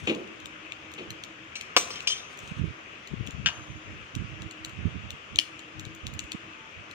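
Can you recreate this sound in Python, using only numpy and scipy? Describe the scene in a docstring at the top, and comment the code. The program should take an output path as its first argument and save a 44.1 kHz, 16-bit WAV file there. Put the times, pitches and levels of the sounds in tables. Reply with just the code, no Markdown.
"""Ember pops (sharp gas pushes after splintering), wash and gusts (shaped noise) last throughout in a walled
yard. First grit scrapes and a sheet-steel grill trough booms; at 1.6-2.1 s steel tongs knock it, are laid down
and bounce (cracks, crashes, modal ringing) amid more scrapes. At 3.5 s a basket's handle raps the ground and
the basket shudders (clacks, resonant noise). A basket clasp snaps loudly at 5.4 s; a faint tone glides at 6.5
s. Gusts buffet one microphone port or the other, and a flickering hum (narrow-band noise) comes in spells."""
import sys
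import numpy as np
from scipy import signal
from scipy.fft import rfft, irfft, next_fast_len
from scipy.io import wavfile
from scipy.ndimage import uniform_filter1d, map_coordinates

SR = 44100
rng = np.random.default_rng(int(sys.argv[2]) if len(sys.argv) > 2 else 0)


def generate_wav(sig):
    """Save sig (samples, or channels by samples) to the path in sys.argv[1] as 16-bit PCM at SR."""
    pcm = np.round(np.clip(np.atleast_2d(sig).T, -1, 1) * 32767).astype(np.int16)
    wavfile.write(sys.argv[1], SR, pcm)


N = 306037

# Levels are source levels, ahead of the walls and the ports. Spectra are relative, in dB per Hz. # Ember pops,
# and first a bright tick as the first trough knock starts: t/s, push level/dB, tilt/(dB per octave)
EMBER_POPS = [(0.0705, -31, 4), (0.148, -33.5, 7.5), (0.2742, -40.5, 3), (0.4003, -41, 10),
              (0.4565, -29.5, 8.5), (0.7201, -26.5, 1), (0.916, -40, 10), (0.937, -35.5, 10),
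              (1.104, -28.5, 9.5), (1.2363, -28.5, 6), (1.61, -25.5, 6.5), (2.0042, -29, 2),
              (2.373, -41, 13), (2.389, -37, 13), (2.475, -39, 7), (3.073, -36, 9), (3.265, -42, 13),
              (3.272, -30.5, 7.5), (3.307, -35, 9), (4.151, -27.5, 8), (4.4194, -34, 7.5), (4.51, -35.5, 8),
              (4.6472, -25, 9), (4.6933, -41, 10), (5.1042, -27, 7), (5.3579, -23, 7.5),
              (5.592, -32.5, 3.5), (5.795, -31.5, 10), (5.851, -35, 8), (5.9485, -39.5, 13),
              (6.0665, -27, 9.5), (6.137, -38, 12.5), (6.1913, -20, 6), (6.239, -43, 10), (6.318, -24, 5),
              (6.911, -35, 8)]
# Spectrum of a crack: f/Hz, level/dB
CRACK_SPECTRUM = [(710, -75), (1200, -15), (2030, -8), (2420, 6.5), (3080, 2.5), (4280, -4), (4930, -18.5),
                  (6780, -8), (10900, -42.5), (14000, -31), (15250, -40.5), (16000, -77)]
PUSH_AFTER_S, SPLINTER_DB = 0.00114, -0.5  # the push follows the splintering, whose level is relative to it
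# One loud snap, cleaner than a pop, and its weaker bounce off the ground
SNAP_S, SNAP_DB, SNAP_SPLINTER_DB = 5.3868, -4.5, -9
BOUNCE_AFTER_S, BOUNCE_LOSS_DB = 0.000975, 2
# Spectrum of the snapping clasp: f/Hz, level/dB
SNAP_SPECTRUM = [(180, -64), (300, -17), (1400, -35.5), (2900, -2.5), (3800, -15.5), (4350, -12.5),
                 (5000, -18.5), (6300, -19.5), (10600, -40.5), (12500, -46), (15200, -46), (16000, -58)]
TAIL_DB, TAIL_T60_S, TAIL_TILT_DB = -35, .2, 10  # a bright noisy tail after the snap; tilt per octave

# Contacts of the tongs: t/s, crack level/dB, crash level/dB (each part offset in tongs()), ring level/dB,
# struck spot (0 tip to 1 bend), ring tilt/(dB per octave)
TONG_CONTACTS = [(1.554, -27.5, -54, -43.5, 0.18, -6), (1.7651, -8, -6, -38, 0.14, 7.5),
                 (1.772, -39, -13, -46, 0.09, 16), (1.7768, -24, -31, -42, 0.3, 6),
                 (1.905, -44, -29.5, -40, 0.5, 3), (1.956, -36, -41, -45, 0.61, -11),
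                 (2.072, -15, -31.5, -29.5, 0.73, 8.5), (2.10, -45, -34, -34, 0.82, -13)]
# Modes of the tongs: f/Hz
STEEL_MODE_HZ = [1841, 2295, 2805, 3082, 3118, 3143, 3483, 4232, 4902, 4986, 5455, 6112, 6227, 7494, 8063,
                 8214, 8974, 10850, 11850, 13300, 15160]
# Strength of each mode in turn: level/dB struck at the tip, level/dB struck at the bend, t60/s
STEEL_MODES = [(-38, -25, .3), (3, -28, 0.32), (-5, -18, 0.45), (-7, -4, 0.098), (-22, 11, 0.21),
               (-20, 8, 0.23), (-15, 5, 0.067), (5, -7.5, 0.16), (-27, -2, 0.28), (-2, 0, 0.11),
               (9, -5, 0.089), (11, -16.5, 0.21), (-17, -4, 0.43), (-9, -33, 0.15), (-4, -28, 0.18),
               (-28, -17, 0.2), (-14, -40, 0.083), (-22, -37, 0.16), (-21, -49, 0.11), (-28, -38, .14),
               (-25, -50, 0.18)]
# Spectrum of steel on concrete: f/Hz, level/dB
THUD_SPECTRUM = [(59, -40), (110, -45), (200, -20), (418, -16.5), (1220, -2.5), (1510, -11), (2360, -7),
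                 (3850, -18.5), (5310, -5.5), (8500, -55), (11000, -39), (15200, -25), (16500, -60)]
# The loose arms rattle: uneven noise in the same modes, over the ring, less for a blow on the bend
JANGLE_DB, JANGLE_BEND_DB, JANGLE_T60_S = 3, -3, .4
JANGLE_WIDTH_HZ, JANGLE_ROUGH_DB = 220, 4

# The handle lands and chatters: t/s, nominal level/dB (each part offset in handle())
HANDLE_RAPS = [(3.4601, -7), (3.4636, -10), (3.471, -16), (3.487, -19.5)]
# Spectrum of a rap: f/Hz, level/dB
HANDLE_SPECTRUM = [(240, -55), (500, -34), (1200, -13.5), (1580, -8), (2050, -12), (2500, -4), (2860, 4),
                   (3600, -8), (3990, -15.5), (6240, -13), (7600, -24), (8900, -60), (15000, -50)]
RASP_DB = -13  # the rasp that follows each blow, relative to it
# Short modes of the handle: f/Hz
CLACK_MODE_HZ = [1590, 1910, 2500, 2860, 3200, 3580, 4490]
# Strength of each short mode in turn: level/dB, t60/s
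CLACK_MODES = [(-6, 0.04), (-17, 0.04), (-12, 0.05), (-7, 0.03), (-9.5, 0.04), (-14, .04), (-11, .025)]
# Resonances of the basket, shaking on after the first rap: f/Hz, width/Hz, level/dB
SHUDDER_MODES = [(654, 85, 2.5), (1100, 370, 4.5), (1570, 690, 0)]
SHUDDER_DB, SHUDDER_T60_S = -40, 0.78
WIRE_HZ, WIRE_WIDTH_HZ, WIRE_DB, WIRE_T60_S = 6330, 50, -51, 1.5  # the wires sing on unsteadily

# Knocks on the trough: t/s, boom level/dB, crunch level/dB
TROUGH_KNOCKS = [(.0695, -20.5, -21.5), (.19, -44, -56), (0.976, -35, -36.5)]
# Resonances of the sheet steel: f/Hz, width/Hz, level/dB
TROUGH_MODES = [(217, 90, -9.5), (320, 48, -2), (352.7, 19.6, 5.5), (472, 63, -7), (610, 130, -15),
                (1230, 240, -25.5)]

# One level curve for each scrape: t/s, level/dB
SCRAPE_LEVELS = [
    [(0.0, -49), (0.096, -59), (0.28, -75)],
    [(1.8, -38.5), (2.032, -58), (2.06, -72)],
    [(2.26, -66), (2.438, -50.5), (2.68, -70)],
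]
# Spectrum of sliding grit: f/Hz, level/dB
GRIT_SPECTRUM = [(2060, 1.5), (3500, 7), (4840, -6), (6350, 2.5), (12600, -21), (14800, -34), (15600, -10),
                 (16500, -75)]

# Gusts on one port: start t/s, length/s, port (0 left, 1 right), rms level/dB at the start
GUST_TABLE = [(0.018, 0.035, 0, -32), (0.427, 0.045, 1, -37), (1.08, 0.09, 1, -39.5),
              (2.423, 0.19, 1, -42.5), (2.575, 0.14, 1, -28), (3.105, 0.19, 0, -27.5),
              (3.332, 0.18, 0, -31), (3.43, 0.21, 1, -36), (3.677, .11, 1, -33.5), (3.848, 0.18, 0, -41.5),
              (3.889, .16, 1, -40), (4.145, 0.34, 1, -29), (4.606, 0.106, 1, -41), (4.729, 0.42, 1, -26.5),
              (5.3, 0.083, 1, -37), (5.742, 0.25, 0, -37), (6.038, 0.22, 1, -33), (6.765, 0.056, 1, -41.5)]
GUST_EDGE_S, GUST_FADE_DB_PER_S = 0.023, 31  # quick start and stop, slow loss of strength
# Spectrum of turbulent air: f/Hz, level/dB
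EDDY_SPECTRUM = [(20, -42), (50, -2), (85, 5), (160, -1.5), (260, -11), (450, -24), (900, -100)]
EDDIES_PER_S, EDDY_SWING_DB, EDDY_SPLIT_HZ = 30, 3, 130  # above the split the lumps swing twice as wide
# Single strong eddies that slap a port: t/s, port (0 left, 1 right), level/dB
EDDY_SLAPS = [(2.518, 1, -26), (2.615, 1, -17.5), (2.641, 1, -15), (3.139, 0, -22), (3.207, 0, -23),
              (3.289, 0, -30), (4.168, 1, -22.5), (4.222, 1, -23), (4.793, 1, -28), (4.857, 1, -17),
              (5.87, 0, -31), (6.351, 1, -27.5)]
SLAP_S, SLAP_TILT_DB = 0.0093, 2.5  # width at half amplitude; brighter than the gust, dB per octave

# Spectrum of the town's wash: f/Hz, level/dB
TOWN_SPECTRUM = [(45, -6), (75, 0.5), (300, -3), (600, -3.5), (870, -8.5), (1200, 0), (1900, -3.5),
                 (2600, -0.5), (3300, -7.5), (4100, -19.5), (6500, -18), (9500, -42.5), (15200, -44.5),
                 (16200, -74)]
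# Strength of the wash: t/s, level/dB
WASH_LEVEL = [(0.0, -45.5), (1.51, -46.5), (1.91, -43.5), (2.78, -46), (6.94, -46.5)]
# Left-right likeness of the wash: f/Hz, correlation (-1 to 1)
WASH_LIKENESS = [(60, 0.86), (300, 0.86), (640, 0.11), (1400, -0.32), (3100, 0.2), (6800, -0.1)]
# Spells of hum: start t/s, end t/s, rms level/dB
HUM_TIMES = [(0.248, 1.483, -55.5), (2.6, 3.002, -56), (3.54, 3.995, -54), (4.2, 4.744, -54.5),
             (5.32, 6.6, -54.5), (6.84, 7, -57.5)]
HUM_HZ, HUM_WIDTH_HZ, HUM_EDGE_S = 315.2, 15.3, 0.029
# Faint glide: t/s, length/s, start f/Hz, end f/Hz, level/dB
GLIDES = [(6.535, .2, 895, 880, -56)]

# Early answers of the walls: delay t/s, level/dB
WALL_ANSWERS = [(.0095, -12), (.015, -20), (.025, -24)]
# Reverberation of the yard: f/Hz, t60/s
YARD_T60 = [(200, 0.85), (800, 1), (3000, 0.25), (9000, 0.45), (15000, 0.2)]
# How strongly the walls answer each place: level/dB
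ANSWER_DB = {"grill": 0.5, "tongs": 0.5, "handle": -1}
# How much later the left port hears each place: delay/samples
LEFT_LAG = {"grill": 8.43, "tongs": 5.1, "handle": 4.1}
# How much louder the left port is than the right: f/Hz, level/dB
PORT_DIFFERENCE = [(300, -0.5), (900, 1), (1600, 1.5), (2700, 10.5), (4200, 6), (6000, 1), (9000, 10.5),
                   (15000, 0)]
LOW_CUT_HZ, TOP_HZ = 50, 16600


def amp(db):
    """Level law: a level in dB gives an amplitude gain."""
    return 10 ** (np.asarray(db) / 20)


def unit(x):
    """Normalisation to an rms of 1."""
    return x / np.sqrt(np.mean(x ** 2) + 1e-20)


def along(points, hz):
    """Logarithmic pitch scale: interpolates (f/Hz, value) points."""
    f, v = np.transpose(points)
    return np.interp(np.log(hz + 1), np.log(f + 1), v)


def colour(spectrum, tilt_db=0):
    """Spectral envelope: response of a spectrum, tilted about 4 kHz in dB per octave."""
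    return lambda hz: amp(along(spectrum, hz) + tilt_db * np.log2((hz + 1) / 4000))


def modes(table):
    """Modal superposition: causal response of (f/Hz, width/Hz, level/dB) resonances, alternating in sign."""
    def response(f):
        total = 0
        for k, (centre, width, db) in enumerate(table):
            resonance = 1j * f * width / (centre * centre - f * f + 1j * f * width)
            total = total + (-1) ** k * amp(db) * resonance
        return total
    return response


def filtered(x, response):
    """Linear filtering: multiplies the spectrum of x by a response of frequency."""
    n = x.shape[-1]
    m = next_fast_len(n + 8192)
    return irfft(rfft(x, m) * response(np.fft.rfftfreq(m, 1 / SR)), m)[..., :n]


def level(rows):
    """Amplitude envelope: gain per sample of a (t/s, level/dB) curve, -120 dB outside it."""
    s, db = np.transpose(rows)
    return amp(np.interp(np.arange(N) / SR, s, db, left=-120, right=-120))


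def gate(start, end, edge):
    """Linear switching: gain ramps over edge seconds, half open at start and end."""
    t = np.arange(N) / SR
    return np.clip(np.minimum(t - start, end - t) / edge + .5, 0, 1)


def wobble(rate):
    """Slow random fluctuation: a smooth curve with rate knots a second."""
    knots = rng.standard_normal(int(N * rate / SR) + 4)
    return map_coordinates(knots, [np.arange(N) * rate / SR])


def add(track, s, sound):
    """Superposition: mixes a sound into the track at s seconds."""
    spot = track[..., round(s * SR):round(s * SR) + sound.shape[-1]]
    spot += sound[..., :spot.shape[-1]]


def pulse(response, size=2048):
    """Minimum phase: a causal push of peak 1 with a given colour, by folding the cepstrum."""
    cepstrum = irfft(np.log(response(np.fft.rfftfreq(size, 1 / SR)) + 1e-6), size)
    cepstrum[1:size // 2] *= 2
    cepstrum[size // 2 + 1:] = 0
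    x = irfft(np.exp(rfft(cepstrum)), size)[:size // 2]
    return x / np.abs(x).max()


def burst(t60, response, rise=0.00063, rough_db=0):
    """Exponential decay: coloured noise with peaks near 1, cut at 0.5 s; rough ones come in lumps."""
    t = np.arange(SR // 2) / SR
    shape = amp(-60 * t / t60) * (1 - np.exp(-t / rise)) ** 2
    lumps = amp(rough_db * np.interp(t, np.arange(100) / 180, rng.standard_normal(100)))
    x = filtered(rng.standard_normal(len(t)), response) * lumps * shape
    return 0.58 * x * np.linalg.norm(shape) / np.linalg.norm(x) / shape.max()


def ring(table, spread_db, attack=0.0015):
    """Free modal vibration: each struck mode decays at a randomly varied strength; loose parts make it flutter."""
    t = np.arange(SR // 2) / SR
    total = np.zeros(len(t))
    for hz, db, t60 in table:
        decay = amp(db + rng.normal(0, spread_db) - 60 * t / t60)
        flutter = amp(2.5 * np.interp(t, np.arange(40) / 70, rng.standard_normal(40)))
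        total += decay * flutter * np.sin(2 * np.pi * (hz * t + rng.random()))
    return (1 - np.exp(-t / attack)) * total


def rush(spectrum, alike, patchy_db):
    """Partial coherence: stereo noise of rms 1, with a set likeness and patches of random gain."""
    z = signal.stft(rng.standard_normal((2, N)), nperseg=512)[2]
    over_pitch = uniform_filter1d(rng.standard_normal(z.shape[1:]), 6, 0)
    patches = unit(uniform_filter1d(over_pitch, 12, 1))
    pair = signal.istft(z * amp(patchy_db * patches), nperseg=512)[1][:, :N]

    def mid_side(hz):
        turn = np.arccos(np.clip(along(alike, hz), -1, 1)) / 2
        return amp(along(spectrum, hz)) * [np.cos(turn), np.sin(turn)]

    mid, side = filtered(pair, mid_side)
    return unit(np.array([mid + side, mid - side]))


def embers():
    """Impulsive gas release: each pop is one sharp push after a brief splintering; a basket clasp also snaps
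    and bounces."""
    out = np.zeros(N)
    cracks = [(s, db, SPLINTER_DB, colour(CRACK_SPECTRUM, tilt_db)) for s, db, tilt_db in EMBER_POPS]
    snap_colour = colour(SNAP_SPECTRUM)
    cracks.append((SNAP_S, SNAP_DB, SNAP_SPLINTER_DB, snap_colour))
    cracks.append((SNAP_S + BOUNCE_AFTER_S, SNAP_DB - BOUNCE_LOSS_DB, SNAP_SPLINTER_DB, snap_colour))
    for s, db, splinter_db, response in cracks:
        add(out, s + PUSH_AFTER_S, amp(db) * pulse(response))
        add(out, s, amp(db + splinter_db) * burst(.011, response, rise=.0009))
    tail = burst(TAIL_T60_S, colour(SNAP_SPECTRUM, TAIL_TILT_DB), rise=0.0012)
    add(out, SNAP_S, amp(TAIL_DB) * tail)
    return out


def tongs():
    """Impact excitation: a contact cracks, crashes on what it meets and rings modes set by the struck spot."""
    out = np.zeros(N)
    hollow = modes([(418, 35, 13.3), (630, 100, 1.5)])
    for s, crack_db, crash_db, ring_db, spot, tilt_db in TONG_CONTACTS:
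        struck = []
        for hz, (tip_db, bend_db, t60) in zip(STEEL_MODE_HZ, STEEL_MODES):
            spot_db = tip_db + spot * (bend_db - tip_db)
            struck.append((hz, spot_db + tilt_db * np.log2(hz / 4000), t60))
        add(out, s, amp(crack_db) * burst(0.035, colour(CRACK_SPECTRUM, 2.5)))
        add(out, s, amp(crash_db + 5) * pulse(colour(THUD_SPECTRUM)))
        add(out, s, amp(crash_db - 4.5) * burst(0.035, colour(THUD_SPECTRUM)))
        add(out, s, amp(crash_db - 8.0) * burst(0.034, hollow, rise=0.00029))  # hollow thump
        add(out, s, amp(ring_db) * ring(struck, 0.33))
        rattling = modes([(hz, JANGLE_WIDTH_HZ, db) for hz, db, _ in struck])
        jangle = burst(JANGLE_T60_S, rattling, rough_db=JANGLE_ROUGH_DB)
        add(out, s, amp(ring_db + JANGLE_DB + spot * JANGLE_BEND_DB) * jangle)
    return out


def handle():
    """Damped impact: the basket's handle clacks short and rough, then the basket shudders and its wires sing."""
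    out = np.zeros(N)
    clack_modes = [(hz, *mode) for hz, mode in zip(CLACK_MODE_HZ, CLACK_MODES)]
    for s, db in HANDLE_RAPS:
        add(out, s, amp(db + 1.5) * pulse(colour(HANDLE_SPECTRUM)))
        add(out, s, amp(db - 8) * ring(clack_modes, 2, attack=0.00031))
        add(out, s, amp(db + RASP_DB) * burst(0.098, colour(HANDLE_SPECTRUM), rise=0.0013))
    first_s = HANDLE_RAPS[0][0]
    shudder = burst(SHUDDER_T60_S, modes(SHUDDER_MODES), rise=0.005, rough_db=4.5)
    wires = burst(WIRE_T60_S, modes([(WIRE_HZ, WIRE_WIDTH_HZ, 0)]), rise=0.015)
    add(out, first_s, amp(SHUDDER_DB) * shudder)
    add(out, first_s, amp(WIRE_DB) * wires)
    return out


def trough():
    """Plate resonance: shifting coals shake the sheet steel into a boom and an uneven crunch."""
    out = np.zeros(N)
    for s, boom_db, crunch_db in TROUGH_KNOCKS:
        add(out, s, amp(boom_db) * burst(0.46, modes(TROUGH_MODES), rise=0.0034))
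        crunch = burst(0.16, colour(CRACK_SPECTRUM, -5), rise=0.004, rough_db=2)
        add(out, s, amp(crunch_db) * crunch)
    return out


def scrapes():
    """Sliding friction: grit under coals, steel and a shoe sole gives grainy bright noise."""
    grains = amp(3 * wobble(240) + 2.2 * wobble(40))
    grit = unit(grains * rush(GRIT_SPECTRUM, [(4000, 0.9)], patchy_db=2))
    return sum(map(level, SCRAPE_LEVELS)) * grit


def breeze():
    """Turbulent pressure: gusts of lumpy low noise sit on single ports; a few eddies slap harder."""
    t, strength = np.arange(N) / SR, np.zeros((2, N))
    for s, length, port, db in GUST_TABLE:
        fading = amp(db - GUST_FADE_DB_PER_S * (t - s))
        strength[port] += fading * gate(s, s + length, GUST_EDGE_S)
    lumps = amp(EDDY_SWING_DB * np.array([wobble(EDDIES_PER_S), wobble(EDDIES_PER_S)]))
    air = filtered(rng.standard_normal((2, N)), colour(EDDY_SPECTRUM))
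    upper = filtered(air, lambda hz: hz ** 4 / (hz ** 4 + EDDY_SPLIT_HZ ** 4))
    out = strength * unit(unit(lumps) * (air - upper) + unit(lumps ** 2) * upper)

    near = np.arange(-SR // 10, SR // 10) / SR  # time about the middle of a slap
    shape = np.exp(-2.8 * (near / SLAP_S) ** 2)
    brighter = lambda hz: amp(along(EDDY_SPECTRUM, hz) + SLAP_TILT_DB * np.log2((hz + 1) / 100))
    for s, port, db in EDDY_SLAPS:
        puff = filtered(rng.standard_normal(len(near)), brighter) * shape
        add(out[port], s + near[0], amp(db) * puff * np.linalg.norm(shape) / np.linalg.norm(puff))
    return out


def town():
    """Diffuse field and narrow-band beating: a far broad wash and a flickering hum that comes in spells."""
    wash = level(WASH_LEVEL) * rush(TOWN_SPECTRUM, WASH_LIKENESS, patchy_db=1.2)
    narrow = lambda hz: np.exp(-((hz - HUM_HZ) / HUM_WIDTH_HZ) ** 2)
    hum = unit(filtered(rng.standard_normal(N), narrow))
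    spells = sum(amp(db) * gate(start, end, HUM_EDGE_S) for start, end, db in HUM_TIMES)
    return wash + hum * spells


def far_tones():
    """Frequency modulation: summed phase makes a faint gliding tone from far off."""
    out = np.zeros(N)
    for s, length, from_hz, to_hz, db in GLIDES:
        hz = np.linspace(from_hz, to_hz, round(length * SR))
        tone = np.sin(2 * np.pi * np.cumsum(hz) / SR)
        add(out, s, amp(db) * np.hanning(len(hz)) ** .5 * tone)
    return out


def yard(x):
    """Reflection and reverberation: near walls answer and each frequency dies at its own speed."""
    hz, t, z = signal.stft(rng.standard_normal((2, SR // 2)), SR, nperseg=256)
    decay = amp(-60 * t / along(YARD_T60, hz)[:, None])
    tail = signal.istft(z * decay, SR, nperseg=256)[1]
    # the tail starts 300 samples after the direct sound
    answer = np.pad(amp(-16.5) * tail / np.linalg.norm(tail[0]), ((0, 0), (300, 0)))
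    for delay, db in WALL_ANSWERS:
        for port in answer:
            rough = rng.standard_normal(80) * amp(-np.arange(80) / 1.5)  # uneven brick scatters the answer
            add(port, delay + rng.uniform(0, 0.00029), amp(db) * unit(rough) / np.sqrt(len(rough)))
    return signal.fftconvolve(x[None], answer, axes=1)[:, :N]


def scene():
    """Time difference of arrival: near sources reach the right port first, then the walls answer."""
    near = {"grill": embers() + trough(), "tongs": tongs(), "handle": handle()}
    late = lambda lag: lambda hz: np.exp(-2j * np.pi * hz * np.array([[lag], [0]]) / SR)
    direct = sum(filtered(x, late(LEFT_LAG[place])) for place, x in near.items())
    answered = yard(sum(amp(ANSWER_DB[place]) * x for place, x in near.items()))
    return direct + answered + scrapes() + breeze() + town() + far_tones()


def record(dry):
    """Band limits and saturation: ports differ in colour, bass is cut, peaks round off, the top is shut."""
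    def port_response(hz):
        low_cut = (1j * hz / (LOW_CUT_HZ + 1j * hz)) ** 2
        return amp(along(PORT_DIFFERENCE, hz) * [[.5], [-.5]]) * low_cut

    ports = filtered(dry, port_response)
    rounded = ports / (1 + np.abs(ports / .95) ** 4) ** .25
    return filtered(rounded, lambda hz: hz < TOP_HZ)


dry = scene()
out = record(dry)
generate_wav(out)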